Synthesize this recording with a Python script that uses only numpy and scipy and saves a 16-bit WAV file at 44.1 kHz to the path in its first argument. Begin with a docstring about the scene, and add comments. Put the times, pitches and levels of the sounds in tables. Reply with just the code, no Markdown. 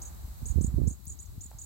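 """A small songbird gives eight thin, warbling three-note contact calls in a quiet garden.
Each note is two sliding overtones shaped by the bird's throat, echoing off fence and shrubs.
A breeze flutters on both microphone ports (its openings), and one gust buffets the right one.
A few tiny ticks, a soft tap and faint leaf crackle sound over a distant hum and a steady hiss."""
import sys
import numpy as np
from scipy import signal
from scipy.fft import rfft, irfft, next_fast_len
from scipy.io import wavfile
from scipy.ndimage import uniform_filter1d, map_coordinates

SR = 44100
rng = np.random.default_rng(int(sys.argv[2]) if len(sys.argv) > 2 else 0)


def put_to_file(sound):
    """Save the sound as 16-bit audio at rate SR, in the file named by the first command-line argument."""
    columns = np.atleast_2d(sound).T  # one column per channel
    safe = np.clip(columns, -1, 1)
    whole_steps = np.round(safe * 32767)
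    wavfile.write(sys.argv[1], SR, whole_steps.astype(np.int16))


N = 72765


def bird():
    """Each call is a rising flick, a double dip in pitch, then a single or a second double dip."""
    # the three note shapes: time_s, fourth_overtone_hz, gain_db
    rise = [(.0005, 4700, 0), (.0035, 5500, 3), (.0065, 5950, 0), (.009, 6950, 1), (.011, 7050, 1),
            (.013, 6850, -2), (.0168, 8200, 1), (.0203, 7300, -5), (.024, 8300, 1), (.027, 7900, -8)]
    double_dip = [(0, 7900, -6), (.0035, 6400, 0), (.008, 7500, 2), (.0115, 6450, 2), (.016, 7800, -2),
                  (.023, 7700, -7)]
    dip = [(0, 8000, -6), (.0055, 6500, 0), (.009, 7000, -1), (.014, 8000, -5)]
    # opening notes: start_s, level_db, pitch_factor, length_factor, bright_db, late_gain_db
    rises = [(0.015, -41.5, 0.89, 0.9, 7, -3.5), (0.454, -43.5, 0.96, 0.96, 13.5, 0.5),
             (0.61, -43, 1.05, .97, 2, 7.5), (.872, -43.5, 1.026, 0.98, 8.5, 2.5),
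             (1.066, -47.5, 0.97, 0.98, 10.5, 3.5), (1.189, -45, 1, 1, -0.5, 4),
             (1.407, -44.5, 1.005, 1, 4, -2.5), (1.584, -45.5, 0.99, 1, -3, 1)]
    # notes that dip twice or once: start_s, level_db, pitch_factor
    double_dips = [(0.0499, -45, 0.94), (0.069, -50, 0.92), (0.482, -44, 1), (.505, -44.5, 0.97),
                   (0.636, -41, 0.99), (0.8986, -45.5, 0.97), (1.093, -43, 1), (1.1137, -45.5, 1),
                   (1.2187, -49.5, 1.03), (1.432, -45, 1.036), (1.6116, -45.5, 0.99)]
    dips = [(.6612, -41, 1.04), (.923, -45, 1.01), (1.2535, -51.5, 0.77), (1.4565, -47, 1.02),
            (1.6357, -44.5, 1.02)]
    # which side hears the bird louder: pitch_hz, left_minus_right_db
    balance = [(6000, 3), (7200, -4.5), (8000, -6.5), (8800, 5.5), (10500, 1.5)]
    out = np.zeros((2, N))
    for start_s, db, pitch, stretch, bright_db, late_db in rises:
        add(out, start_s, amp(db) * garden_echo(note(rise, pitch, bright_db, stretch, late_db)))
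    for shape, notes in (double_dip, double_dips), (dip, dips):
        for start_s, db, pitch in notes:
            add(out, start_s, amp(db) * garden_echo(note(shape, pitch, bright_db=-1)))
    calls = filtered(out, lambda hz: pan(along(balance, hz)))
    return left_first(calls, seconds=0.0004595)


def note(shape, pitch, bright_db, stretch=1, late_db=0):
    """One warbled, raspy note: overtones of a lower base tone slide through the throat's resonance."""
    # how the throat favours some pitches: pitch_hz, gain_db
    throat = [(4000, -24), (4800, -22), (5500, -15), (6200, -4.5), (6700, 0.5), (7500, 0.5), (8200, -6.5),
              (9000, -12.5), (10200, -14), (11200, -40)]
    # overtones of the voice: multiple_of_base_tone, gain_db
    overtones = [(4, -2), (5, -3)]
    times, fourth_overtone_hz, db = np.transpose(shape)
    times = times * stretch
    t = np.arange(SR // 30) / SR
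    drift = 1 + .009 * wobble(200, len(t)) + .016 * wobble(1500, len(t))  # warble and rasp
    base_hz = uniform_filter1d(np.interp(t, times, fourth_overtone_hz), size=50) * pitch * drift / 4
    edges = np.clip(np.minimum(t - times[0], times[-1] - t) / .0009, 0, 1)
    second_half = np.clip((t / times[-1] - .45) / .15, 0, 1)
    rough_db = 2.6 * wobble(582, len(t))
    level = edges * amp(np.interp(t, times, db) + late_db * second_half + rough_db)
    phase = 2 * np.pi * np.cumsum(base_hz) / SR
    voice = 0
    for multiple, gain_db in overtones:
        overtone_hz = multiple * base_hz
        treble_db = bright_db * np.clip((overtone_hz - 7000) / 2000, 0, 1)
        voice += amp(gain_db + along(throat, overtone_hz) + treble_db) * np.sin(multiple * phase)
    return np.sqrt(2) * level * voice


def garden_echo(voice):
    """A note at both ports, with its quick scatter from fence and shrubs and a faint tail."""
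    t = np.arange(SR // 3) / SR
    age_s = np.maximum(t - .002, 0)
    echo = 0
    for db, fade_s in (-7.5, .055), (-10.5, .2):  # scatter, then tail; each falls 60 dB in fade_s
        tail = rng.standard_normal((2, len(t))) * amp(-60 * age_s / fade_s) * (age_s > 0)
        echo += amp(db) * unit(tail) / np.sqrt(len(t))
    heard = signal.fftconvolve(voice[None], echo, axes=1)
    add(heard, 0, voice)
    return heard


def wind():
    """Wind rumbles at each port; small, brighter swirls of air grow faster in the gust."""
    # wind rumble level at each port (the right briefly cuts out twice after the gust): time_s, level_db
    left = [(0, -40), (.12, -44.5), (.24, -40), (.37, -48), (.42, -38), (.53, -49.5), (.69, -41),
            (.92, -39), (.97, -46.5), (1.09, -42.5), (1.39, -43.5), (1.5, -49.5), (1.65, -46.5)]
    right = [(0, -41.5), (.08, -42.5), (.39, -45.5), (.43, -34.5), (.54, -33.5), (.575, -18), (.65, -31),
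             (.71, -31.5), (.76, -22), (.87, -22), (.94, -43), (1.0, -81), (1.12, -34.5), (1.2, -87),
             (1.3, -45), (1.65, -48.5)]
    # tone of the rumble and of the swirls: pitch_hz, gain_db
    rumble_tone = [(20, -50), (35, -20), (50, -2), (68, 2.5), (100, -9), (150, -22), (250, -32),
                   (400, -38.5), (900, -83), (3000, -110)]
    swirl_tone = [(40, -83), (100, 1.5), (160, 6), (300, -2.5), (450, -14.5), (700, -28.5), (1200, -54),
                  (3000, -99)]
    gust_db, flutter_db, swirl_growth = -22.5, 7.5, 1.417
    rumble_db = np.array([curve(left), curve(right)])
    rumble = noise(rumble_tone)
    rumble /= np.sqrt(np.abs(uniform_filter1d(rumble ** 2, size=2200)) + 0.06)  # even out chance swells
    swirls = unit(noise(swirl_tone) * amp(flutter_db * np.array([wobble(70), wobble(70.24)])))
    swirl_db = -30 + swirl_growth * (rumble_db - gust_db)
    return amp(rumble_db) * rumble + amp(swirl_db) * swirls


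def buffets():
    """Single swirls of air strike the ports: a push between two shallow dips."""
    # puffs of air: time_s, peak_db, right_share (0 to 1), width_s
    puffs = [(.245, -20.5, 0.51, 0.0057), (0.305, -22.5, 0.5, 0.007), (.43, -16.5, 1, 0.0039),
             (0.503, -12.5, 1, 0.0064), (0.56, -13.5, 0.99, 0.0025), (.586, -16.5, 1, 0.0012),
             (0.611, -14, 0.99, 0.0016), (0.646, -11, 0.97, 0.0021), (.68, -13.5, 0.4, 0.0034),
             (0.743, -13.5, 0.6, 0.0026), (.818, -17.5, 1, 0.0013), (0.878, -15, 1, .0019),
             (1.073, -29, 0.15, 0.0029), (1.284, -31, 0.2, 0.0062), (1.38, -23.5, 0.42, 0.003),
             (1.458, -35.5, 0.2, 0.0021), (1.55, -26, 0.48, 0.0042)]
    out, t = np.zeros((2, N)), np.arange(N) / SR
    for time_s, db, right_share, width_s in puffs:
        offset = (t - time_s) / width_s
        push = (1 - offset ** 2) / (1 + offset ** 2) ** 2 * np.exp(-(offset / 6) ** 2)
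        out += amp(db) * np.array([[1 - right_share], [right_share]]) * push
    return out


def ticks():
    """Tiny dry contacts, each a fading burst of noise around one pitch."""
    # ticks, a tap and their scuffs: start_s, peak_db, pitch_hz, width_octaves, fade_s, left_minus_right_db
    contacts = [(.1475, -44, 9500, 1, .005, 0), (.4195, -47, 10000, .9, .005, 0),
                (1.0555, -28.5, 15000, .45, .0045, -6), (1.059, -48, 13800, .2, .08, -3),
                (1.5093, -44, 7300, .2, .005, 0), (1.5148, -42, 780, .6, .01, 4),
                (1.528, -56, 820, .4, .28, 2)]
    out, t = np.zeros((2, N)), np.arange(N) / SR
    for start_s, db, pitch_hz, octaves, fade_s, side_db in contacts:
        burst = rng.standard_normal(N) * (t >= start_s) * amp(-60 * np.abs(t - start_s) / fade_s)
        tick = filtered(burst, lambda hz: 1 / (1 + (np.log2((hz + 1) / pitch_hz) / octaves) ** 2))
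        out += amp(db) * pan(side_db) * tick / np.abs(tick).max()
    return out


def rustle():
    """Sparse crackles of leaves and grit, barely above the hiss."""
    # tone of the crackles: pitch_hz, gain_db
    tone = [(1500, -25), (6000, -2), (12500, 4), (16000, -1)]
    per_second, spread_db, fade_s = 18, 8, .008
    t = np.arange(SR // 50) / SR
    level = np.zeros((2, N))
    for when, softness, side in rng.random((round(per_second * N / SR), 3)):
        crackle = amp(-spread_db * softness - 60 * t / fade_s)
        add(level, when * N / SR, pan(10 * (side - .5)) * crackle)
    return amp(-53) * level * noise(tone)


def hum():
    """Distant outdoor hum; part comes from the right and reaches the left port later."""
    # tone of the hum: pitch_hz, gain_db
    tone = [(30, 14), (150, 4), (400, -5), (800, 1.5), (1200, 0), (2000, -11), (3000, -21.5), (6000, -25)]
    # how the hum sinks: time_s, relative_level_db
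    levels = [(0.0, -59), (0.274, -64.5), (0.84, -65), (1.0, -72), (1.65, -70.5)]
    side_share = 0.34
    all_around = np.sqrt(1 - side_share) * noise(tone)
    from_right = np.sqrt(side_share) * left_first(noise(tone)[0], seconds=-0.00035)
    return amp(curve(levels) + 6) * pan(-2.5) * (all_around + from_right)


def hiss():
    """A fine, nearly steady hiss."""
    # tone of the hiss: pitch_hz, gain_db
    tone = [(1000, -8.5), (2800, -7), (3500, -5), (3900, 2.5), (4500, 0.5), (5300, -4.5), (7300, 2.5),
            (7950, 5), (8500, 1.5), (9800, -3.5), (10900, 0.5), (11900, 5.5), (12800, 5), (14000, 3)]
    # which side is louder: pitch_hz, left_minus_right_db
    balance = [(2000, -5), (4200, -3), (7000, 1), (15000, -5)]
    # its slow drift: time_s, relative_level_db
    levels = [(.45, -60), (.876, -64.5), (1.65, -62.5)]
    return amp(curve(levels) + 6.5) * filtered(noise(tone), lambda hz: pan(along(balance, hz)))


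def amp(db):
    """Turn decibels into a gain."""
    return 10 ** (np.asarray(db) / 20)


def unit(x):
    """Scale to an average power of 1."""
    return x / np.sqrt(np.mean(x ** 2) + 1e-20)


def along(points, hz):
    """Read between (pitch_hz, value) points, with octaves evenly spaced."""
    pitches, values = np.transpose(points)
    return np.interp(np.log(hz + 1), np.log(pitches + 1), values)


def curve(points):
    """Join (time_s, value) points, one value per sample."""
    return np.interp(np.arange(N) / SR, *np.transpose(points))


def wobble(rate, size=N):
    """A smooth curve through `rate` random values a second."""
    return map_coordinates(rng.standard_normal(int(size * rate / SR) + 4), [np.arange(size) * rate / SR])


def pan(db):
    """Left and right gains that make the left louder by db."""
    return amp(np.array([[.5], [-.5]]) * db)


def filtered(x, response):
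    """Multiply each frequency in x by response(hz)."""
    size = next_fast_len(N + SR // 4)
    return irfft(rfft(x, size) * response(np.fft.rfftfreq(size, 1 / SR)), size)[..., :N]


def noise(tone):
    """Noise of the given tone and power 1, unrelated left and right."""
    return unit(filtered(rng.standard_normal((2, N)), lambda hz: amp(along(tone, hz))))


def add(out, start_s, x):
    """Mix x into out from start_s on."""
    part = out[:, max(round(start_s * SR), 0):][:, :x.shape[-1]]
    part += x[..., :part.shape[1]]


def left_first(x, seconds):
    """Make x reach the left port this much sooner than the right."""
    return filtered(x, lambda hz: np.exp(1j * np.pi * hz * seconds * np.array([[1], [-1]])))


def scene():
    """Everything that reaches the two ports."""
    return bird() + wind() + buffets() + hum() + hiss() + ticks() + rustle()


def record(dry):
    """The microphone drops the deepest bass and highest treble; its right port has a treble notch."""
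    # tone of the right port: pitch_hz, gain_db
    right_port = [(7900, 0), (8350, -12.5), (8950, -31.5), (9700, 6.5), (10400, -4)]
    low_cut_hz, top_hz = 40, 15950
    lean = signal.sosfilt(signal.butter(4, low_cut_hz, "highpass", fs=SR, output="sos"), dry)
    return filtered(lean, lambda hz: amp([np.zeros_like(hz), along(right_port, hz)]) * (hz < top_hz))


dry = scene()
out = record(dry)
put_to_file(out)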